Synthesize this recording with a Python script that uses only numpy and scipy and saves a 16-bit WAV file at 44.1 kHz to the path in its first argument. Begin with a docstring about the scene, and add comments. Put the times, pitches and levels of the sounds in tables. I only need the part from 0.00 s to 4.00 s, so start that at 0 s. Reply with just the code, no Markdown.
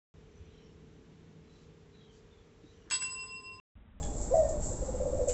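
"""A quiet room with a wooden floor, where a cat paws a counter bell.
The plunger rattles down, the clapper strikes, and the dome rings in four beating pairs of modes.
Paws bump and scuff; behind them are faint far birds, an appliance hum, a low drone and room rumble.
The sound cuts off mid-ring, and after a short silence a duller rumble follows."""
import sys
import numpy as np
from scipy import signal
from scipy.fft import rfft, irfft
from scipy.io import wavfile

SR = 44100
rng = np.random.default_rng(int(sys.argv[2]) if len(sys.argv) > 2 else 0)


def put_to_file(sound):
    """Save the sound as 16-bit audio at rate SR, in the file named by the first command-line argument."""
    columns = np.atleast_2d(sound).T  # one column per channel
    safe = np.clip(columns, -1, 1)
    whole_steps = np.round(safe * 32767)
    wavfile.write(sys.argv[1], SR, whole_steps.astype(np.int16))


N = 176400

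# Mode pairs of the dome: pitch_hz, twin_offset_hz, level_db, twin_relative_db, t60_s,
# in_phase_s, rise_s, prompt_relative_db
DOME_MODES = [(1036.5, -1.8, -53, -17, 16, .19, .003, 4), (2729.5, -6.88, -42.2, -.7, 4.0, .004, .006, -4),
              (5030.8, -11.7, -46.6, -2, 2.9, .043, .004, 11),
              (7872.5, -9.9, -32.2, -2.2, 1.04, .029, .012, -30)]

def dome(strike_s=2.911, prompt_decay_s=.025, gain_db=1.5):
    """Mode splitting: slight asymmetry gives each mode a close twin, and the pair beats as it decays."""
    t, out = np.arange(N) / SR, np.zeros(N)
    for hz, offset_hz, db, twin_db, t60, in_phase_s, rise_s, prompt_db in DOME_MODES:
        twin = amp(twin_db) * np.exp(2j * np.pi * offset_hz * (t - in_phase_s))
        prompt = amp(prompt_db) * np.exp(-t / prompt_decay_s)
        ring = ((1 + twin + prompt) * np.exp(2j * np.pi * (hz * t + rng.random()))).real
        envelope = decay(t, t60) * (1 - np.exp(-t / rise_s))
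        add(out, strike_s, amp(gain_db + db) * ring * envelope)
    return out

# Impacts in the mechanism: start_s, ring_gain_db, click_level_db, click_centre_hz, click_width_octaves
IMPACTS = [(2.9019, -6, -9, 6700, .08), (2.9101, -6.5, -1, 6700, 0.14), (2.9107, -14.5, 0.5, 2006, 1),
           (2.9148, -2.5, -8.5, 1800, 1), (2.9248, -10.5, -8.5, 2490, .7), (2.9335, -6.5, -4, 1900, .4),
           (2.9385, 2, -3.5, 4200, .3), (2.9435, -5.5, -7, 4500, .6), (2.953, -14, -12, 4500, .4),
           (3.0216, -23.5, -8, 1600, .35), (3.0234, -12.5, -12, 6500, 0.09),
           (3.0345, -19.5, -15.5, 6600, .1), (3.069, -20, -14, 4540, .02), (3.19, -29, -30, 4200, .4),
           (3.236, -32, -22, 1150, .2), (3.28, -27.5, -29.5, 4200, .25)]
# Modes of the plunger, clapper and base: pitch_hz, level_db, t60_s
MECHANISM_MODES = [(1500, -49, .1), (1790, -52, .15), (2010, -48, .17), (2148, -53, .45), (3283, -46, .13),
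                   (3322, -45, .24), (3440, -51, .15), (3765, -50, .17), (3984, -50, .24), (4190, -53, .12),
                   (4449, -47, .15), (4485, -47, .2), (4550, -44.5, .3), (5150, -51, .1), (5430, -52, .17),
                   (5960, -55, .2), (6520, -54, .15), (6830, -47, .15), (6940, -54, .2), (7981, -43, .27)]

def mechanism(click_gain_db=-31, click_decay_s=.0019):
    """Impact excitation: each blow of plunger and clapper gives a click and a short metal ring."""
    t, clicks, rings = np.arange(SR // 2) / SR, np.zeros(N), np.zeros(N)
    for start_s, ring_db, click_db, hz, octaves in IMPACTS:
        click = noise(lambda f: hump(f, hz, octaves), len(t)) * np.exp(-t / click_decay_s)
        add(clicks, start_s, amp(click_gain_db + click_db) * click)
        ring = sum(amp(db) * decay(t, t60) * sine(f, t) for f, db, t60 in MECHANISM_MODES)
        add(rings, start_s, amp(ring_db) * ring)
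    return clicks, rings

def bell():
    """Superposition: the direct sound of the bell adds to the reflections of its mechanism."""
    clicks, rings = mechanism()
    return dome() + clicks + rings + reflections(amp(6) * clicks + amp(-7) * rings)

# Reverberation time of the room: frequency_hz, t60_s
ROOM_DECAY = [(200, 4), (1500, 0.97), (4000, 1.15), (8000, 0.9)]
# Colour of the reflections: frequency_hz, gain_db
ROOM_RESPONSE = [(100, -0.5), (700, -2), (1500, 0), (3000, -4.5), (6800, -1), (7600, -7.5), (8500, -14.5)]

def reflections(x, early_db=-4.5, late_db=-11):
    """Reverberation: dense early echoes off floor and walls, then a tail that lasts longest in the bass."""
    early = rng.standard_normal(SR) * decay(np.arange(SR) / SR, t60=.14)
    hz, times, spectra = signal.stft(rng.standard_normal(SR), SR, nperseg=256)
    damping = decay(times, log_interp(ROOM_DECAY, hz)[:, None])
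    late = signal.istft(spectra * damping, SR, nperseg=256)[1][:SR]
    response = (amp(early_db) * unit(early) + amp(late_db) * unit(late)) / np.sqrt(SR)
    echoes = signal.fftconvolve(x, response)[:N]
    return shaped(echoes, lambda f: amp(log_interp(ROOM_RESPONSE, f)))

# Paw bumps on the floor: start_s, pitch_hz, level_db, length_s
PAW_BUMPS = [(.395, 75.4, -45, .045), (.47, 85, -49, .035), (2.635, 310, -49.5, 0.023),
             (2.86, 331, -53, 0.021)]
# Scuffs of fur and paws: start_s, length_s, centre_hz, width_octaves, level_db
PAW_SCUFFS = [(.3, 0.44, 2700, 0.44, -75), (1.479, 0.23, 3970, 1, -72.5), (1.878, 0.21, 2700, 0.62, -77.5),
              (2.101, .13, 5700, 0.79, -69.5), (2.579, 0.27, 4500, .8, -77.5),
              (2.849, 0.1, 1300, 0.44, -66.5)]

def paws():
    """Soft impact and friction: the cat's shifting feet make low pulses and swells of band noise."""
    out = np.zeros(N)
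    for start_s, hz, db, length_s in PAW_BUMPS:
        t = np.arange(0, length_s, 1 / SR)
        add(out, start_s, amp(db) * np.sin(np.pi * t / length_s) * np.sin(2 * np.pi * hz * t))
    for start_s, length_s, hz, octaves, db in PAW_SCUFFS:
        progress = np.arange(0, length_s, 1 / SR) / length_s
        friction = noise(lambda f: hump(f, hz, octaves), SR)[:len(progress)]
        add(out, start_s, amp(db) * np.sin(np.pi * progress) * friction)
    return lowpass(out, hz=7800)

# Far bird notes: start_s, length_s, first_hz, last_hz, level_db
BIRD_NOTES = [(0.301, 0.22, 6030, 5900, -80.5), (.5, .14, 3890, 4060, -77.5), (0.502, .22, 3254, 2945, -77),
              (.53, .23, 5650, 5430, -80), (1.468, 0.19, 4040, 3900, -78.5), (1.92, .17, 4000, 3810, -73),
              (1.99, 0.19, 3350, 3080, -73.5), (2.29, 0.16, 3650, 3350, -77), (2.629, .13, 3790, 3950, -75),
              (2.662, 0.22, 6040, 5800, -81.5), (2.722, 0.16, 3100, 2890, -78)]

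def birds(blur_hz=210, flutter_db=3):
    """Spectral broadening: random modulation breaks and blurs gliding notes heard from afar."""
    out = np.zeros(N)
    for start_s, length_s, first_hz, last_hz, db in BIRD_NOTES:
        progress = np.arange(0, length_s, 1 / SR) / length_s
        phase = 2 * np.pi * np.cumsum(first_hz + (last_hz - first_hz) * progress) / SR
        blur = (drift(blur_hz, SR) + 1j * drift(blur_hz, SR))[:len(phase)]
        flutter = amp(flutter_db * drift(width_hz=50, size=SR)[:len(phase)])
        envelope = flutter * np.sqrt(np.sin(np.pi * progress))
        add(out, start_s, amp(db) * unit(envelope * (blur * np.exp(1j * phase)).real))
    return out

# Appliance tones: pitch_hz, level_db
HUM_TONES = [(101, -70), (405.3, -71), (439.7, -67.5), (473.7, -72)]

def appliance_hum(depth=.22):
    """Amplitude modulation: each steady pitch wavers slowly and randomly in level."""
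    t = np.arange(N) / SR
    return sum(amp(db) * unit((1 + depth * drift(width_hz=6)) * sine(hz, t)) for hz, db in HUM_TONES)

# Envelope of the drone: time_s, level_db
DRONE_LEVELS = [(.14, -63.5), (.6, -66.5), (1.1, -64), (1.35, -59), (1.7, -63), (2, -72), (3.6, -72.5)]

def drone(centre_hz=159.4, width_hz=10):
    """Narrowband noise: heard as one low pitch that swells and fades."""
    band = noise(lambda f: np.exp(-.5 * (2 * (f - centre_hz) / width_hz) ** 2))
    return gain_curve(DRONE_LEVELS) * band

# Spectrum of the room noise: frequency_hz, relative_db
ROOM_SPECTRUM = [(12, -42.5), (20, -16), (40, -2.5), (85, -1.5), (124, -5.5), (200, -5.5), (270, -7),
                 (380, -10.5), (470, -15.5), (676, -21.5), (1400, -25), (2730, -28), (3880, -30.5),
                 (4700, -35), (5800, -33.5), (7800, -37)]
# Swells of the rumble: time_s, gain_db
RUMBLE_GAINS = [(.14, 3), (.6, 4), (1.1, -1.5), (2.2, -0.5), (3.6, -0.5)]
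# Swells of the low mids: time_s, gain_db
LOW_MID_GAINS = [(.14, -2), (.9, 4), (1.6, 0.5), (2.2, -3), (3.6, -1.5)]

def room_noise():
    """Coloured noise: rumble and faint hiss, with two low bands rising and falling separately."""
    air = amp(-59) * noise(lambda f: amp(log_interp(ROOM_SPECTRUM, f)))
    for gains, hz, octaves in (RUMBLE_GAINS, 50, 1), (LOW_MID_GAINS, 290, .5):
        band = shaped(air, lambda f: hump(f, hz, octaves))
        air += band * (gain_curve(gains) - 1)
    return lowpass(air, hz=7800)

# Spectrum of the closing rumble: frequency_hz, relative_db
DULL_SPECTRUM = [(12, -34.5), (20, -8.5), (45, -2.5), (85, -4), (141, -18), (210, -9.5), (270, -16.5),
                 (330, -27), (614, -28.5), (1400, -33), (3800, -41)]

def dull_rumble(start_s=3.754):
    """Low-pass filtering: noise without its treble is heard as a dull rumble."""
    rumble = amp(-55.5) * noise(lambda f: amp(log_interp(DULL_SPECTRUM, f)))
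    return lowpass(rumble * (np.arange(N) / SR > start_s), hz=3900)

def amp(db):
    """Decibels to amplitude ratio."""
    return 10 ** (np.asarray(db) / 20)

def unit(x):
    """Normalisation to rms 1."""
    return x / np.sqrt(np.mean(x ** 2) + 1e-20)

def decay(t, t60):
    """Exponential damping: 60 dB in t60 seconds."""
    return np.exp(-np.log(1000) * t / t60)

def sine(hz, t):
    """Harmonic motion with a random starting phase."""
    return np.sin(2 * np.pi * (hz * t + rng.random()))

def gain_curve(points):
    """Amplitude envelope, interpolated in decibels over time."""
    return amp(np.interp(np.arange(N) / SR, *np.transpose(points)))

def log_interp(points, hz):
    """Interpolation on a log-frequency axis."""
    f, value = np.transpose(points)
    return np.interp(np.log(hz + 1), np.log(f + 1), value)

def add(mix, start_s, sound):
    """Superposition of a delayed sound on the mix."""
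    part = mix[round(start_s * SR):][:len(sound)]
    part += sound[:len(part)]

def shaped(x, gain):
    """Zero-phase filtering by a function of frequency."""
    return irfft(rfft(x) * gain(np.fft.rfftfreq(len(x), 1 / SR)), len(x))

def noise(gain, size=N):
    """Gaussian noise of rms 1 with the given spectrum."""
    return unit(shaped(rng.standard_normal(size), gain))

def hump(f, hz, octaves):
    """Gaussian passband on a log-frequency axis."""
    return np.exp(-.5 * (np.log2((f + 1) / hz) / octaves) ** 2)

def drift(width_hz, size=N):
    """Slow random fluctuation of rms 1."""
    return noise(lambda f: np.exp(-.5 * (2 * f / width_hz) ** 2), size)

def lowpass(x, hz):
    """Steep windowed-sinc low-pass."""
    return signal.oaconvolve(x, signal.firwin(401, hz, window=("kaiser", 8), fs=SR), "same")

def scene(on_s=.14, off_s=3.6):
    """Gating: the summed sources cut off mid-ring, leaving a short silence before the dull rumble."""
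    t = np.arange(N) / SR
    room = bell() + paws() + birds() + room_noise() + appliance_hum() + drone()
    gate = (t > on_s) & (t < off_s)
    return (room * gate + dull_rumble())[None]

def record(dry):
    """Band limiting: the highest treble is removed."""
    return lowpass(dry[0], hz=8700)[None]

dry = scene()
out = record(dry)
put_to_file(out)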